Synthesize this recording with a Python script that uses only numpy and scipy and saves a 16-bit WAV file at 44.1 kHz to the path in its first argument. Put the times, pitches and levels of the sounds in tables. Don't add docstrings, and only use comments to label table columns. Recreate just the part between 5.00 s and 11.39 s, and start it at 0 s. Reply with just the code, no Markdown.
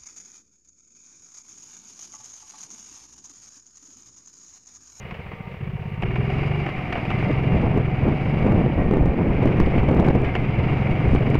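import sys
import numpy as np
from scipy import signal
from scipy.fft import rfft, irfft
from scipy.io import wavfile

SR = 44100
rng = np.random.default_rng(int(sys.argv[2]) if len(sys.argv) > 2 else 0)


def file_out(sig):
    cols = np.atleast_2d(sig).T
    lim = np.clip(cols, -1, 1)
    pcm = np.round(lim * 32767).astype(np.int16)
    wavfile.write(sys.argv[1], SR, pcm)


N = 281799
TIME = np.arange(N) / SR

# time in seconds, firings per second.
ENGINE_SPEED = [(0.0, 14.12), (0.42, 14.16), (0.78, 16.46), (0.94, 16.47), (1.1, 19.78), (1.55, 24.77),
                (2.06, 19.63), (2.38, 22.05), (2.76, 20.92), (3.38, 23.72), (4.1, 19.57), (5.07, 23.28),
                (5.35, 18.96), (5.68, 21.93), (6.39, 22.94)]
# time in seconds, level in dB.
THROTTLE = [(0, -58), (.56, -47), (.62, -21.5), (.97, -22.5), (1.04, -16), (1.6, -15), (1.78, -27.5),
            (2.03, -25.5), (2.14, -15.5), (3.5, -16), (3.85, -27), (4.5, -14.5), (5.2, -16.5), (5.3, -24),
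            (5.4, -14.5), (6.39, -11.5)]
# multiple of the firing rate, relative level in dB.
ROCKING_HARMONICS = [(1, -5), (2, -1), (3, -.5), (4, -14), (5, -7)]
# time in seconds, relative level in dB.
RUNNING_LEVEL = [(0, -39.5), (.75, -43.5), (1.4, -36), (1.9, -35.5), (2.25, -33.5), (2.8, -38.5),
                 (3.3, -35), (4.05, -42), (4.62, -33.5), (4.95, -38.5), (5.7, -34), (6.39, -35.5)]
# frequency in Hz, relative level in dB.
IDLE_COLOUR = [(30, 5), (80, 15), (200, 7.5), (280, -13), (450, 6), (600, -3), (800, -8.5), (1600, -13),
               (2150, -4.5), (2800, -11.5), (3500, -22.5), (4200, -29.5), (4700, -31), (8000, -47.5)]
DRIVE_COLOUR = [(200, 10), (310, 7.5), (390, 3.5), (570, 0.5), (740, 2), (880, -5.5), (1150, -6),
                (1700, -9.5), (2250, -0.5), (2500, -6.5), (2830, -10.5), (3500, -23), (4200, -31),
                (4750, -30), (6500, -43.5), (13000, -57)]
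# pitch in Hz, width in Hz, gain in dB.
BODY_MODES = [(346, 120, 6), (732, 93, 8.5), (1035, 550, 1), (1985, 286, 0), (2237, 136, 6.5),
              (2792, 523, -2), (4500, 790, -21.5)]
# start in seconds, peak in dB, low-end gain in dB, decay in seconds.
KNOCKS_AND_GRIT = [(.109, -26, -16, .0044), (.143, -30, -18, .012), (.316, -25.5, 14, .008),
                   (1.023, -18.5, -1, .004), (1.033, -19, 0, .0044), (1.157, -23.5, -12, .007),
                   (1.3, -26, -8, .008), (1.663, -16.5, 6, .006), (1.688, -19, 3, .009),
                   (1.925, -17.5, -2, .007), (1.954, -15.5, 12, .012), (1.972, -21, 10, .025),
                   (2.052, -22, -10, .007), (2.103, -17.5, -1, .007), (2.114, -18, 6, .008),
                   (2.225, -19, 14, .004), (2.313, -26, -6, .005), (4.78, -23, -20, .012),
                   (5.045, -21.5, -20, .016), (5.245, -21.5, -20, .014), (5.352, -13, 1, .0035),
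                   (5.361, -15, 5, .005), (6.16, -21, -3, .005), (6.343, -19, 5, .005)]
# pitch in Hz, width in Hz, relative level in dB.
PULLEY_MODES = [(2210, 45, -4), (2335, 59, -4), (2830, 150, -7)]
# time in seconds, relative level in dB.
RASP_LEVEL = [(1.0, -81), (1.3, -62), (1.58, -63.5), (1.8, -68), (2.25, -63.5), (2.85, -75.5), (3.2, -65.5),
              (3.45, -66), (3.8, -77), (5.3, -76.5), (5.8, -67.5), (6.39, -69)]
# pitch in Hz, width in Hz, relative level in dB.
RASP_MODES = [(3880, 300, -4.5), (4780, 710, -3), (6420, 1300, -14), (9500, 1000, -18)]
# time in seconds, relative level in dB.
AIRFLOW = [(1.0, -68), (1.7, -42.5), (2.1, -40), (2.6, -24), (2.95, -31), (3.25, -27.5), (3.45, -19),
           (3.8, -23), (4.25, -23.5), (4.75, -21), (5.05, -18), (5.27, -24.5), (5.33, -30), (5.8, -26.5),
           (6.39, -21)]
# frequency in Hz, relative level in dB.
BUFFET_COLOUR = [(15, 13), (30, -1), (55, 12), (85, 12), (130, 2), (200, -6), (400, -44.5), (1000, -82.5)]
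RUSH_COLOUR = [(40, -31.5), (100, 0), (170, 3), (260, -2), (400, -6), (600, -10.5), (900, -17.5),
               (1400, -29.5), (2400, -32), (4000, -72.5), (9000, -91.5)]
# crest time in seconds, length in seconds, buffet in dB, rush in dB.
GUSTS = [(1.776, 0.023, -23, -46), (2.287, 0.049, -44, -19), (2.573, 0.19, -28, -22),
         (2.78, 0.094, -21.5, -20.5), (3.065, 0.1, -23.5, -20), (3.526, 0.042, -13.5, -19),
         (3.586, 0.079, -29, -22), (3.797, 0.11, -23, -25.5), (3.942, 0.067, -21, -24.5),
         (4.032, 0.078, -14, -24), (4.197, 0.034, -36, -18.5), (4.46, 0.063, -27.5, -18),
         (4.607, 0.068, -13.5, -27), (4.848, 0.13, -19.5, -26), (4.92, 0.027, -21, -19),
         (4.995, 0.054, -22, -16.5), (5.088, 0.03, -17, -14.5), (5.162, 0.036, -27, -21),
         (5.238, 0.062, -15.5, -28), (5.405, 0.029, -22, -45), (5.624, 0.07, -19, -32),
         (6.133, 0.12, -15.5, -26)]
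# time in seconds, peak in dB, diaphragm tick in dB before filtering.
AIR_SLAPS = [(2.776, -7, -28), (3.082, -18, -31), (3.466, -6, -31), (3.522, -12.5, -25), (3.562, -9.5, -33),
             (3.663, -8, -46), (3.912, -7, -36), (3.938, -7, -27), (3.971, -6.5, -30), (4.059, -9, -23),
             (4.179, -15, -47), (4.394, -14, -50), (4.431, -11, -28), (4.457, -9, -21), (4.586, -15, -49),
             (4.602, 0, -23), (4.833, -11.5, -51), (4.889, -6.5, -34), (4.914, -7.5, -30),
             (4.948, -16, -24), (5.007, -15, -27), (5.066, -14, -23), (5.086, -3, -26), (5.133, -18, -35),
             (5.153, -5.5, -25), (5.217, -14, -26), (6.084, -20, -26), (6.114, -16, -26),
             (6.151, -6.5, -25), (6.302, -12, -21), (6.346, -22, -23), (6.355, -5.5, -27)]
# pitch in Hz, width in Hz, relative level in dB.
FRAME_MODES = [(749, 55, -3.5), (923, 29, -3), (1186, 95, -5), (1878, 88, -9.5), (2077, 51, -3.5)]
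# time in seconds, pitch in Hz, level in dB.
PULLEY_SONG = [(.15, 2870, -55), (.45, 2770, -74), (1.15, 2807, -48.5), (1.6, 2775, -49),
               (1.95, 2792, -55.5), (2.55, 2797, -47.5), (3.1, 2757, -58), (3.45, 2756, -53),
               (3.9, 2760, -61), (5.35, 2715, -61), (5.56, 2690, -46), (5.9, 2815, -53), (6.39, 2800, -57)]
# time in seconds, pitch in Hz, level in dB.
WHISTLE = [(3.5, 1980, -74), (3.72, 1940, -46), (3.92, 1817, -46), (4.3, 1850, -58), (4.9, 1890, -54),
           (5.28, 1620, -46), (5.5, 1680, -69)]

BITE_S, SLIP_S, LOCK_S = 1.02, 0.55, 0.22


def engine(cycle, firing_hz, judder_db=7.5):
    throttle_db, = in_time(THROTTLE)
    exhaust = puffs(cycle, firing_hz, pipe_hz=149.8, open_s=0.0033, uneven_db=2.0)
    exhaust *= from_db(-14.5 + 0.23 * throttle_db)
    intake = puffs(cycle - .33, firing_hz, pipe_hz=124.5, open_s=0.0053, uneven_db=1.5)
    intake *= from_db(throttle_db)
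    load = from_db(-24 + throttle_db + judder_db * clutch_slip())
    rocking = sum(from_db(db) * np.sin(2 * np.pi * k * cycle) * from_db(2.3 * drift(2.7))
                  for k, db in ROCKING_HARMONICS)
    buzz = focus(rng.standard_normal(N), hz=387, width=67)
    buzz *= from_db(-3.5 + 0.65 * np.cos(2 * np.pi * (cycle - .4)))
    floor_pan = from_db(-53.5) * focus(rng.standard_normal(N), hz=99, width=35)
    return exhaust + intake + load * (rocking + buzz) + floor_pan


def puffs(cycle, firing_hz, pipe_hz, open_s, uneven_db):
    number = np.round(cycle).astype(int)
    age = (cycle - number) / firing_hz
    strength = from_db(uneven_db * rng.standard_normal(200))[number]
    return strength * np.exp(-.5 * (age / open_s) ** 2) * np.cos(2 * np.pi * pipe_hz * age)


def casing_rattle(cycle, bark_cycles=0.11, gulp_cycles=.12):
    throttle_db, = in_time(THROTTLE)
    from_puff = (cycle + .5) % 1 - .5
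    bark = from_db(-42) * np.exp(-.5 * (from_puff / bark_cycles) ** 2)
    gulp = from_db(throttle_db) * np.exp(-.5 * ((cycle % 1 - 0.49) / gulp_cycles) ** 2)
    panels = rms_one(butter(body(rng.standard_normal(N)), 2900, "low"))
    airbox = rms_one(butter(rng.standard_normal(N), [410, 790], "band"))
    rattle = (bark + gulp * from_db(-21 + 3.5 * clutch_slip())) * panels
    growl = gulp * clutch_slip() * from_db(-22.5) * airbox
    return rattle + growl


def clutch_slip():
    return (TIME > BITE_S) * np.clip(1 - (TIME - BITE_S - SLIP_S) / LOCK_S, 0, 1)


def drive_train(cycle):
    level_db, = in_time(RUNNING_LEVEL)
    engaged = np.clip(.5 + (TIME - BITE_S) / 0.1, 0, 1)
    throb_db = 1.0 - 1.5 * clutch_slip()
    throb = from_db(throb_db * np.cos(2 * np.pi * (cycle - .45)) + drift(18))
    idle = (1 - engaged) * from_db(2.5) * noise(IDLE_COLOUR)
    rolling = engaged * from_db(5.5) * noise(DRIVE_COLOUR)
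    return from_db(level_db) * throb * (idle + rolling + from_db(-10.5) * clatter(cycle))


def clatter(cycle, contacts=24, jitter_s=.00008):
    hits, turns = np.zeros(N), np.arange(np.ceil(cycle[-1]))
    for place, size in zip(rng.random(contacts), rng.standard_normal(contacts)):
        when = np.interp(turns + place, cycle, TIME, left=-1, right=-1)
        when += jitter_s * rng.standard_normal(len(turns))
        at = (when[(when > 0) & (when < TIME[-1])] * SR).astype(int)
        hits[at] += size * from_db(1.3 * rng.standard_normal(len(at)))
    return rms_one(butter(body(hits), 4800, "low", order=3))


def knocks_and_grit(low_hz=900):
    out, age = np.zeros(N), TIME[:SR // 10]
    for s, peak_db, low_db, decay_s in KNOCKS_AND_GRIT:
        hit = body(rng.standard_normal(len(age)) * np.exp(-age / decay_s))
        hit += (from_db(low_db) - 1) * butter(hit, low_hz, "low", order=1)
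        hit = butter(hit, 4400, "low")
        start = round(s * SR)
        out[start:start + len(age)] += (from_db(peak_db) * hit / np.abs(hit).max())[:N - start]
    return out


def body(x):
    return sum((-1) ** k * from_db(db) * resonate(x, hz, width)
               for k, (hz, width, db) in enumerate(BODY_MODES))


def belt(cycle, firing_hz, wander=0.013):
    bend = 1 + wander * drift(7)
    ringing = sum(from_db(db + 3.2 * drift(23)) * noisy_ring(hz * bend, width)
                  for hz, width, db in PULLEY_MODES)
    ringing *= from_db(-45.5 + 2.2 * (firing_hz - 25.0))
    rasp_db, = in_time(RASP_LEVEL)
    swell = from_db(rasp_db + 3.2 * drift(60))
    rasp = swell * sum(from_db(db) * noisy_ring(hz, width) for hz, width, db in RASP_MODES)
    throb = from_db(1.6 * np.cos(2 * np.pi * (cycle - .4)))
    return throb * (ringing + rasp)


def gears(firing_hz, teeth_per_firing=33.8, cruise_hz=22, waver=0.0293, rough_db=10.5):
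    mesh = sine(teeth_per_firing * firing_hz * (1 + waver * drift(38)))
    roughness = from_db(rough_db * np.tanh(drift(49)))
    housing = resonate(mesh * roughness, hz=734, width=69)
    return from_db(-45.5 + 1.5 * (firing_hz - cruise_hz)) * rms_one(housing)


def cogs(cycle, cogs_per_firing=7.3, overtones=34, slip=.012):
    strikes = cogs_per_firing * cycle + slip * drift(25)
    buzz = sum(np.cos(2 * np.pi * (k * strikes + start))
               for k, start in enumerate(rng.random(overtones), 1))
    ringing = focus(buzz, hz=2290, width=450)
    return (TIME > BITE_S) * from_db(-46 + db_from_peak(RUNNING_LEVEL)) * ringing


def wind():
    flow_db, = in_time(AIRFLOW)
    slow_power, fast_power = from_db(flow_db - 4) ** 2, from_db(flow_db - 0.5) ** 2
    for s, length, buffet_db, rush_db in GUSTS:
        bell = np.exp(-(2 * (TIME - s) / length) ** 2)
        slow_power += bell * from_db(buffet_db) ** 2
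        fast_power += bell * from_db(rush_db) ** 2
    lumps = drift(40)
    buffet = rms_one(noise(BUFFET_COLOUR) * from_db(3.7 * lumps))
    rush = rms_one(noise(RUSH_COLOUR) * from_db(4.74 * np.tanh(.5 * lumps + 0.94 * drift(55))))
    return np.sqrt(slow_power) * buffet + np.sqrt(fast_power) * rush


def air_slaps(push_to_pull_s=.0012, most_small_per_s=26):
    flow = from_db(db_from_peak(AIRFLOW))
    born = rng.random(N) < most_small_per_s * flow ** 2 / SR
    bursts = born * np.sqrt(flow) * from_db(-18.5) * rng.choice([-1, 1], N)
    for s, peak_db, _ in AIR_SLAPS:
        bursts[round(s * SR)] -= from_db(peak_db)
    lag = np.arange(-(SR // 100), SR // 100 + 1) / SR / push_to_pull_s
    push_pull = 2 * lag * np.exp(.5 - 2 * lag * lag)
    return signal.fftconvolve(bursts, push_pull, "same")


def diaphragm_ticks(rebound_s=0.0033, rebound_db=-5, most_crackles_per_s=70):
    born = rng.random(N) < most_crackles_per_s * from_db(db_from_peak(AIRFLOW)) ** 4 / SR
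    ticks = born * from_db(-36) * rng.uniform(-1, 1, N)
    for (s, _, tick_db), spread in zip(AIR_SLAPS, rng.uniform(0.8, 1.4, len(AIR_SLAPS))):
        ticks[round(s * SR)] += from_db(tick_db)
        ticks[round((s + rebound_s * spread) * SR)] -= from_db(tick_db + rebound_db)
    return butter(butter(ticks, [2000, 5500], "band", order=1), 11000, "low", order=1)


def frame():
    rings = sum(from_db(db + 3.5 * drift(3)) * noisy_ring(hz, width) for hz, width, db in FRAME_MODES)
    return from_db(-46.5 + 0.95 * db_from_peak(RUNNING_LEVEL)) * rings


def thin_tone(rows, waver=0.0046, flutter_db=2.0):
    hz, db = in_time(rows)
    return from_db(db + flutter_db * drift(11)) * sine(hz * (1 + waver * drift(25)))


def from_db(db):
    return 10 ** (np.asarray(db) / 20)


def rms_one(x):
    return x / np.sqrt(np.mean(x ** 2) + 1e-20)


def in_time(rows):
    s, *columns = np.transpose(rows)
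    return [np.interp(TIME, s, c) for c in columns]


def db_from_peak(rows):
    db, = in_time(rows)
    return db - db.max()


def sine(hz):
    return np.sin(2 * np.pi * np.cumsum(hz) / SR)


def noise(colour):
    hz, db = np.transpose(colour)
    bins = np.maximum(np.arange(N // 2 + 1) * SR / N, 1)
    gain = from_db(np.interp(np.log(bins), np.log(hz), db))
    return rms_one(irfft(rfft(rng.standard_normal(N)) * gain, N))


def drift(rate):
    bins = np.arange(N // 2 + 1) * SR / N
    return rms_one(irfft(rfft(rng.standard_normal(N)) / (1 + (bins / rate) ** 2), N))


def noisy_ring(hz, width):
    phase = 2 * np.pi * np.cumsum(np.broadcast_to(hz, N)) / SR
    return rms_one(drift(width / 2) * np.cos(phase) + drift(width / 2) * np.sin(phase))


def butter(x, hz, kind, order=2):
    return signal.sosfilt(signal.butter(order, hz, kind, fs=SR, output="sos"), x + 1e-18)


def resonate(x, hz, width):
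    r = np.exp(-np.pi * width / SR)
    feedback = [1, -2 * r * np.cos(2 * np.pi * hz / SR), r * r]
    return signal.lfilter(np.array([1, 0, -1]) * (1 - r * r) / 2, feedback, x + 1e-18)


def focus(x, hz, width):
    return rms_one(resonate(resonate(x, hz, width), hz, width))


def scene():
    firing_hz, = in_time(ENGINE_SPEED)
    cycle = .23 + np.cumsum(firing_hz) / SR
    cart = engine(cycle, firing_hz) + drive_train(cycle) + belt(cycle, firing_hz) + gears(firing_hz)
    cart += knocks_and_grit() + casing_rattle(cycle) + cogs(cycle)
    cart += frame() + thin_tone(PULLEY_SONG) + thin_tone(WHISTLE)
    return (cart + wind() + air_slaps())[None]


def record(dry, overload=.36, knee=24, cutoff_hz=15800):
    clipped = dry / (1 + np.abs(dry / overload) ** knee) ** (1 / knee)
    clip_edges = np.abs(np.diff(1.0 * (np.abs(dry) > overload), prepend=0))
    crackle = from_db(-48) * butter(clip_edges * np.sign(dry), 5900, "high")
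    pulse = 1 + .8 * np.cos(2 * np.pi * 58 * TIME)
    whistle = from_db(-79) * np.sin(2 * np.pi * 15174 * TIME) * pulse
    ticks = diaphragm_ticks()
    hiss = from_db(-74.0) * rng.standard_normal(N)
    top_cut = signal.ellip(10, .1, 90, cutoff_hz, fs=SR, output="sos")
    return signal.sosfilt(top_cut, clipped + crackle + ticks + hiss + whistle)


dry = scene()
out = record(dry)
file_out(out)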